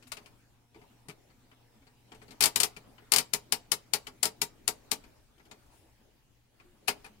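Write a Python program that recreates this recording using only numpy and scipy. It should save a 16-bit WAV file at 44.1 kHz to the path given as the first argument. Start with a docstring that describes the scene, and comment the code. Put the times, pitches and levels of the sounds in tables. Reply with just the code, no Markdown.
"""Mains hum, room rumble and hiss swell and sink throughout. Fingers first brush and grip the knobs of a
bench instrument, with dull knocks. From 2.4 s its rotary switch clicks through the detents, in quick runs,
then single steps; the springs ring on. At 5.7 s the hand rustles away; at 6.9 s it presses and releases a
push button. Each contact is a chatter of tiny blows that snaps and shoves the sheet-metal case. The left
microphone faces the panel; the right is shadowed and hears mostly case and bench."""
import sys
import numpy as np
from scipy import signal
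from scipy.fft import rfft, irfft, next_fast_len
from scipy.io import wavfile
from scipy.ndimage import uniform_filter1d, map_coordinates

SR = 44100
rng = np.random.default_rng(int(sys.argv[2]) if len(sys.argv) > 2 else 0)


def persist_wave(psi):
    """Save psi, clipped to +-1, as 16-bit WAV."""
    counts = np.round(np.clip(psi, -1, 1) * 32767).astype(np.int16)
    wavfile.write(sys.argv[1], SR, np.atleast_2d(counts).T)


N = 317520
SPAN = 1 << 13  # samples per event

# Background swell and hum level. Each row: time in seconds, gain in dB.
SWELL_DB = [(0, 1), (.2, 5.5), (.7, -5), (.8, 3.5), (1, 1), (2, .5), (2.3, 5), (2.9, 4.5), (4.6, 3),
            (5.05, 6), (5.3, -1.5), (5.6, 3.5), (6.2, -1.5), (6.5, -4), (6.65, 1.5), (6.8, 0), (7, 7),
            (7.2, 1)]
HUM_LEVEL_DB = [(0, -64.5), (.6, -68), (3, -64), (4.5, -65), (5.3, -71.5), (6.6, -74), (7.2, -69)]
# Hum partials. Each row: harmonic number, relative level in dB.
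HUM_HARMONICS = [(1, 0), (2, -14), (4, -16), (6, -17), (7, -17), (8, -19)]
# Noise and snap spectra. Each row: frequency in Hz, relative density in dB.
RUMBLE_DB = [(8.8, -30), (15, -4), (22, -2.5), (92, -9), (124, -8.5), (160, -17), (210, -38), (350, -120)]
DRONE_DB = [(82, -42.5), (140, -12), (259, -5), (485, -12.5), (521, -15), (567, -10.5), (632, -15),
            (930, -15.5), (1020, -17.5), (2500, -25.5), (3250, -54.5), (5500, -120)]
HISS_DB = [(880, -35), (1500, -9), (1800, -8), (2850, -3), (3850, -5), (13800, -12), (15700, -11),
           (16500, -25)]
SNAP_DB = [(350, -29.5), (600, -10), (872, -8.5), (1420, -4.5), (1580, -8), (2270, -2.5), (3350, -5),
           (4670, -2), (6000, -5.5), (8360, -6.5), (14400, -10.5), (15800, -20.5), (16500, -40.5)]
RUSTLE_DB = [(1500, -25), (2500, -1.5), (5000, -8), (8600, 0), (11000, -3), (16000, -10)]
# Stereo likeness. Each row: frequency in Hz, left-right correlation.
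DRONE_CORRELATION = [(60, 0.3), (180, 1), (550, 0.13), (1650, 0.39), (4970, -0.04), (15000, 0.19)]
RUMBLE_CORRELATION = [(30, 0.68), (150, 0.43)]
# Direct path and bench scatter at the right microphone. Each row: frequency in Hz, gain in dB.
SHADOW_DB = [(200, -1), (700, -6.5), (2400, -13), (4400, -35.5), (8000, -32), (15000, -44)]
SCATTER_DB = [(200, 6.5), (1300, 2), (4400, -10.5), (15000, -17)]
# Bench and room decay. Each row: frequency in Hz, T60 in seconds.
BENCH_T60_S = [(300, 0.3), (1000, 0.097), (3000, 0.09), (8000, 0.08), (15000, 0.091)]
ROOM_T60_S = [(200, 0.63), (1000, 0.32), (4000, 0.26), (15000, 0.13)]
# Case and contact spring modes. Each row: frequency in Hz, relative level in dB, T60 in seconds.
CASE_MODES = [(80, -10, 0.11), (157, -7.5, 0.14), (203, -12.5, 0.2), (252.4, -3.5, 0.12), (331, -6, 0.12),
              (411.1, -0.5, 0.15), (440.6, -3.5, 0.2), (500.7, -9.5, 0.16), (617, -4, 0.1), (735, 6, 0.08),
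              (843, 7, 0.09), (936, 4.5, 0.14), (1162, -6.5, 0.18), (1493, 5.5, 0.038)]
SPRING_MODES = [(3900, -64.5, .3), (5850, -66.5, .25), (7650, -64.5, .3)]
# Resonances of switch and button parts. Each row: centre in Hz, width in Hz, mean lift in dB.
SWITCH_PARTS = [(2300, 350, 4.5), (3056, 250, 5.5), (4547, 400, 4), (5230, 250, 5), (6860, 140, 8.5),
                (7554, 160, 4), (8310, 460, 6), (9560, 1500, 5), (10740, 630, 3.5)]
BUTTON_PARTS = [(805, 290, 11), (1660, 180, 11), (2475, 280, 14), (4600, 290, 3), (9500, 1240, 14.5),
                (11200, 510, 9)]
# Dull knocks. Each row: start in seconds, strength in dB, pitch in Hz, T60 in seconds.
KNOCKS = [(.054, -42.5, 249, 0.14), (.756, -31, 334, 0.059), (1.084, -27.5, 156, 0.058),
          (1.393, -56, 260, 0.21), (1.523, -47, 258, 0.12), (1.762, -43, 220, .088),
          (1.809, -46.5, 272, 0.12), (4.086, -41.5, 256, 0.097), (5.833, -47, 327, .1),
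          (6.643, -52.5, 356, 0.3), (7.087, -51, 211, 0.32)]
# Fingers meeting and leaving the knobs; button press and release. Each row: time in seconds,
# snap in dB, case shove in dB, colour peak in Hz, tilt in dB per octave.
KNOB_TOUCHES = [(0.0247, -28, -67, 2580, -2.5), (.0692, -29, -71, 3900, -6), (0.0732, -28.5, -73, 2130, 7),
                (0.1191, -6, -48, 1150, -1.5), (0.1693, -16.5, -48.5, 2650, -4),
                (0.2595, -23.5, -59, 2720, -3), (0.745, -29.5, -55, 2270, -7), (0.76, -36, -48, 2300, -5),
                (0.8156, -32, -52, 2140, -7), (1.0849, -17, -42, 1870, -2), (1.096, -17, -62, 2420, -3),
                (1.301, -35.5, -61, 4440, -9), (1.5148, -30.5, -59.5, 3000, -10.5),
                (1.821, -37.5, -63, 2280, -9), (1.8688, -31.5, -56.5, 4460, -5.5),
                (2.1186, -21, -44.5, 3240, -7), (2.1468, -28, -48, 2660, -2.5),
                (2.2171, -26, -52.5, 1820, -8), (2.224, -30.5, -58, 8230, -2.5),
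                (2.2806, -28.5, -54.5, 4340, -4), (2.3079, -20.5, -53.5, 4120, -2),
                (2.3196, -28, -53.5, 3610, -5), (2.7647, -16, -45.5, 2530, -3),
                (2.9813, -26, -66.5, 2880, -10), (3.0212, -37.5, -54, 2150, -10.5),
                (4.0689, -10.5, -44, 3050, -3.5), (5.0376, -27.5, -52, 2380, -4.5),
                (5.3784, -37.5, -69, 3270, -5), (5.3969, -32, -57.5, 1990, -10),
                (5.453, -33.5, -68, 3200, -3), (5.5127, -19, -46.5, 3800, -4), (6.5987, -28, -58, 2500, -9)]
BUTTON_HITS = [(6.8767, -6.5, -45, 4280, 0.5), (6.8819, 6, -34, 2870, -1), (6.8857, 2, -41, 4480, 1),
               (7.0449, -23, -58, 4750, -6), (7.0486, -19, -58, 2510, -3), (7.0642, -24, -59.5, 1700, -4)]
# Switch detents. Each row: time in seconds, snap in dB, colour peak in Hz, chatter length in seconds.
DETENT_HITS = [(2.4079, 8.5, 2320, 0.0083), (2.424, 8.5, 4600, 0.0077), (2.4379, 12, 4640, .0063),
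               (2.4576, 9, 7450, 0.0049), (2.5605, 8.5, 3910, .0038), (2.602, 9.5, 8860, 0.0054),
               (2.6332, 9, 8340, 0.0052), (3.1207, 11, 9600, 0.0043), (3.1372, 10.5, 4700, 0.0036),
               (3.162, 10.5, 4930, 0.0037), (3.184, 8.5, 4420, 0.0052), (3.336, 7.5, 9840, 0.004),
               (3.5239, 9, 9200, 0.0037), (3.7187, 9.5, 5140, .004), (3.9364, 9, 4430, .0042),
               (4.2305, 9, 8070, 0.0047), (4.2553, 4, 4930, 0.0047), (4.417, 6, 5540, 0.0055),
               (4.6798, 8, 7970, 0.0017), (4.9155, 6, 3920, 0.005)]


def amp(db):
    return 10 ** (np.asarray(db) / 20)


def unit_rms(x):
    return x / np.sqrt(np.mean(x ** 2) + 1e-20)


def over_hz(points, hz):
    """Interpolate on a log frequency axis."""
    knots_hz, values = np.transpose(points)
    return np.interp(np.log(hz + 1), np.log(knots_hz + 1), values)


def over_time(points):
    """Interpolate to one value per sample."""
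    return np.interp(np.arange(N) / SR, *np.transpose(points))


def wobble(rate_hz):
    """Smooth random curve."""
    knots = rng.standard_normal(int(N * rate_hz / SR) + 4)
    return map_coordinates(knots, [np.arange(N) * rate_hz / SR])


def filtered(x, response):
    """Apply a frequency response."""
    size = next_fast_len(N + SR // 2)
    return irfft(rfft(x, size) * response(np.fft.rfftfreq(size, 1 / SR)), size)[..., :N]


def min_phase(gain_db):
    """Causal response with these gains."""
    cepstrum = irfft(np.log(amp(np.maximum(gain_db, -80))))
    half = cepstrum.shape[-1] // 2
    cepstrum[..., 1:half] *= 2
    cepstrum[..., half + 1:] = 0
    return np.exp(rfft(cepstrum))


def whiten(spectrum):
    """Level out broad chance colour."""
    power = uniform_filter1d(np.abs(spectrum) ** 2, size=60, axis=-1)
    return spectrum * min_phase(-10 * np.log10(power + 1e-6))


def tail(t60_s, size):
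    """Unit-energy stereo noise; each frequency decays at its own rate."""
    hz, t, bins = signal.stft(rng.standard_normal((2, size)), SR, nperseg=128)
    decay = amp(-60 * t / over_hz(t60_s, hz)[:, None])
    x = signal.istft(bins * decay, SR, nperseg=128)[1][:, :size]
    return x / np.linalg.norm(x[0])


def noise(spectrum_db, correlation, patchy_db):
    """Unit-rms stereo noise with patches of random gain."""
    bins = signal.stft(rng.standard_normal((2, N)), nperseg=512)[2]
    patches = uniform_filter1d(rng.standard_normal(bins.shape[1:]), size=6, axis=0)
    patches = unit_rms(uniform_filter1d(patches, size=10, axis=1))
    pair = signal.istft(bins * amp(patchy_db * patches), nperseg=512)[1][:, :N]

    def response(hz):
        angle = np.arccos(np.clip(over_hz(correlation, hz), -1, 1)) / 2
        return amp(over_hz(spectrum_db, hz)) * [np.cos(angle), np.sin(angle)]

    mid, side = filtered(pair, response)
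    return unit_rms(np.array([mid + side, mid - side]))


def transformer_hum(hum_hz=118.6):
    """Mains harmonics, wavering in pitch and level."""
    phase = 2 * np.pi * np.cumsum(hum_hz + .5 * wobble(3.1)) / SR
    tone = sum(amp(db + 1.2 * wobble(4.5)) * np.sin(k * phase) for k, db in HUM_HARMONICS)
    return amp(over_time(HUM_LEVEL_DB)) * tone


def room_noise():
    """Rumble, drone and hiss on one swell; the drone moves most, the rumble least."""
    swell_db = over_time(SWELL_DB)
    rumble = amp(-68.5 + 0.67 * swell_db) * noise(RUMBLE_DB, RUMBLE_CORRELATION, patchy_db=1.3)
    drone_gain = amp(-69 + 1.3 * swell_db + 0.65 * wobble(7.5))
    drone = drone_gain * noise(DRONE_DB, DRONE_CORRELATION, patchy_db=3.0)
    hiss = amp(-72.5 + 0.78 * swell_db) * noise(HISS_DB, [(1000, 0.0097)], patchy_db=2.35)
    return (rumble + drone) * amp([[1.1], [-1.1]]) + hiss


def hand_rustle(start_s=5.69, rise_s=0.045, hold_s=.05, fall_db_per_s=110):
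    """The hand moves away: a faint swish, left of centre."""
    age_s = np.arange(N) / SR - start_s
    fade_db = fall_db_per_s * (age_s - rise_s - hold_s).clip(0)
    gain = np.clip(age_s / rise_s, 0, 1) * amp(-70 - fade_db)
    return gain * noise(RUSTLE_DB, [(1000, 0)], patchy_db=2) * amp([[3], [-5]])


def knocks(rise_s=0.028):
    """Short low tones with a soft start."""
    out, t = np.zeros(N + SPAN), np.arange(SPAN) / SR
    for start_s, db, hz, t60_s in KNOCKS:
        envelope = amp(db - 60 * t / t60_s) * (1 - np.exp(-t / rise_s))
        out[round(start_s * SR):][:SPAN] += envelope * np.sin(2 * np.pi * hz * t)
    return out[:N]


def springs():
    """Thin switch springs ring on after each detent, mostly on the left."""
    out, t = np.zeros(N + SPAN), np.arange(SPAN) / SR
    for start_s, snap_db, *_ in DETENT_HITS:
        ring = np.zeros(SPAN)
        for hz, db, t60_s in SPRING_MODES:
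            envelope = amp(db + rng.normal(0, 3) - 60 * t / t60_s)
            ring += envelope * np.sin(2 * np.pi * hz * rng.normal(1, 0.0044) * t)
        out[round(start_s * SR):][:SPAN] += amp(snap_db) * ring * (1 - t * SR / SPAN)
    return out[:N] * amp(4 * wobble(60)) * amp([[3], [-9]])


def contacts(rows, parts, lift_db, bench_db, slip_db, spiky_db, rise_s, shove_hz, slip_s=.004):
    """A faint slip, then a chatter of tiny blows that snaps, shoves the case and scatters off the bench."""
    out, t, hz = np.zeros((2, N + SPAN)), np.arange(SPAN) / SR, np.fft.rfftfreq(SPAN, 1 / SR)
    age_s = (t - slip_s).clip(0)
    # Longer paths to the right microphone; low tones bend round the recorder.
    right_snap = min_phase(over_hz(SHADOW_DB, hz)) * np.exp(-2j * np.pi * hz * .0001)
    right_case = amp(-2.5) * np.exp(-2j * np.pi * hz * 0.00024)
    right_bench = min_phase(over_hz(SCATTER_DB, hz))
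    bench_onset = 1 - np.exp(-t[:SPAN // 2] / .003)
    parts_db = np.array([db / (1 + (2 * (hz - mid_hz) / width_hz) ** 2) for mid_hz, width_hz, db in parts])
    mode_hz, mode_db, t60_s = np.transpose(CASE_MODES)[:, :, None]
    mode_envelopes = amp(mode_db - 60 * age_s / t60_s) * (1 - np.exp(-age_s / 0.006))
    modes = rfft(mode_envelopes * np.sin(2 * np.pi * mode_hz * age_s))
    shove = 1 / (1 + 1j * hz / shove_hz) ** 2  # blunt: favours low modes
    octaves = np.log2(np.clip(hz, 1500, 10000) / 4000)
    for time_s, snap_db, shove_db, peak_hz, tilt_db_per_oct, chatter_s in rows:
        chatter = (1 - np.exp(-(age_s / rise_s) ** 2)) * np.exp(-(age_s / chatter_s) ** 2)
        slip = amp(slip_db) * (t / slip_s) ** 2 * np.exp(-age_s / rise_s)
        grit = rng.standard_normal(SPAN) * amp(spiky_db * rng.standard_normal(SPAN))
        blows = whiten(rfft((chatter + slip) * grit))

        peaks_db = rng.normal(1, .5, len(parts)).clip(0) @ parts_db
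        peaks_db += lift_db * np.exp(-(np.log2(hz / peak_hz + 1e-9) / 0.12) ** 2)
        broad_db = over_hz(SNAP_DB, hz) + tilt_db_per_oct * octaves
        colour = min_phase(broad_db + peaks_db * [[1], [.2]])  # scattering blurs the peaks
        colour /= np.sqrt(np.mean(np.abs(colour) ** 2, axis=1))[:, None]
        snap, blurred = amp(snap_db) * blows * colour

        mode_gains = rng.choice([-1, 1], len(modes)) * amp(rng.normal(0, 2.2, len(modes)))
        case = amp(shove_db) * shove * (mode_gains @ modes)
        scatter = whiten(rfft(bench_onset * tail(BENCH_T60_S, SPAN // 2), SPAN))
        bench = amp(bench_db) * blurred * scatter

        left = snap + case + bench[0]
        right = snap * right_snap + case * right_case + bench[1] * right_bench
        start = round((time_s - rise_s - slip_s) * SR)
        out[:, start:start + SPAN] += irfft([left, right])
    return out[:, :N]


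def finger_touches(chatter_s=0.0065, linger_db_per_db=0.21):
    """Fingers on the knobs; softer touches chatter longer."""
    rows = [(*row, chatter_s * amp(-linger_db_per_db * row[1])) for row in KNOB_TOUCHES]
    return contacts(rows, SWITCH_PARTS, lift_db=9.0, bench_db=-4.5, slip_db=-31.5,
                    spiky_db=1.0, rise_s=.0013, shove_hz=455.4)


def push_button(chatter_s=0.0051):
    """Hard snaps on the press, soft ones on release."""
    rows = [(*row, chatter_s) for row in BUTTON_HITS]
    return contacts(rows, BUTTON_PARTS, lift_db=9.5, bench_db=-4.0, slip_db=-31,
                    spiky_db=3, rise_s=0.0018, shove_hz=1170)


def rotary_switch(shove_db=-36, tilt_db_per_oct=1.5):
    """Each detent snaps in and gives the case an equal shove."""
    rows = [(s, db, shove_db, hz, tilt_db_per_oct, chatter_s) for s, db, hz, chatter_s in DETENT_HITS]
    return contacts(rows, SWITCH_PARTS, lift_db=4.5, bench_db=-4.5, slip_db=-26.5,
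                    spiky_db=1.5, rise_s=.0016, shove_hz=1190)


def scene():
    """Clicks and their faint room reverberation over the quieter layers."""
    clicks = rotary_switch() + finger_touches() + push_button()
    delayed = np.pad(clicks[:1], ((0, 0), (400, 0)))
    reverb = amp(-27.5) * signal.fftconvolve(delayed, tail(ROOM_T60_S, SR // 2), axes=1)[:, :N]
    return clicks + reverb + springs() + knocks() + transformer_hum() + room_noise() + hand_rustle()


def record(dry, top_hz=16300):
    """Steep band limit of the recorder."""
    return filtered(dry, lambda hz: 1 / (1 + (hz / top_hz) ** 150))


dry = scene()
out = record(dry)
persist_wave(out)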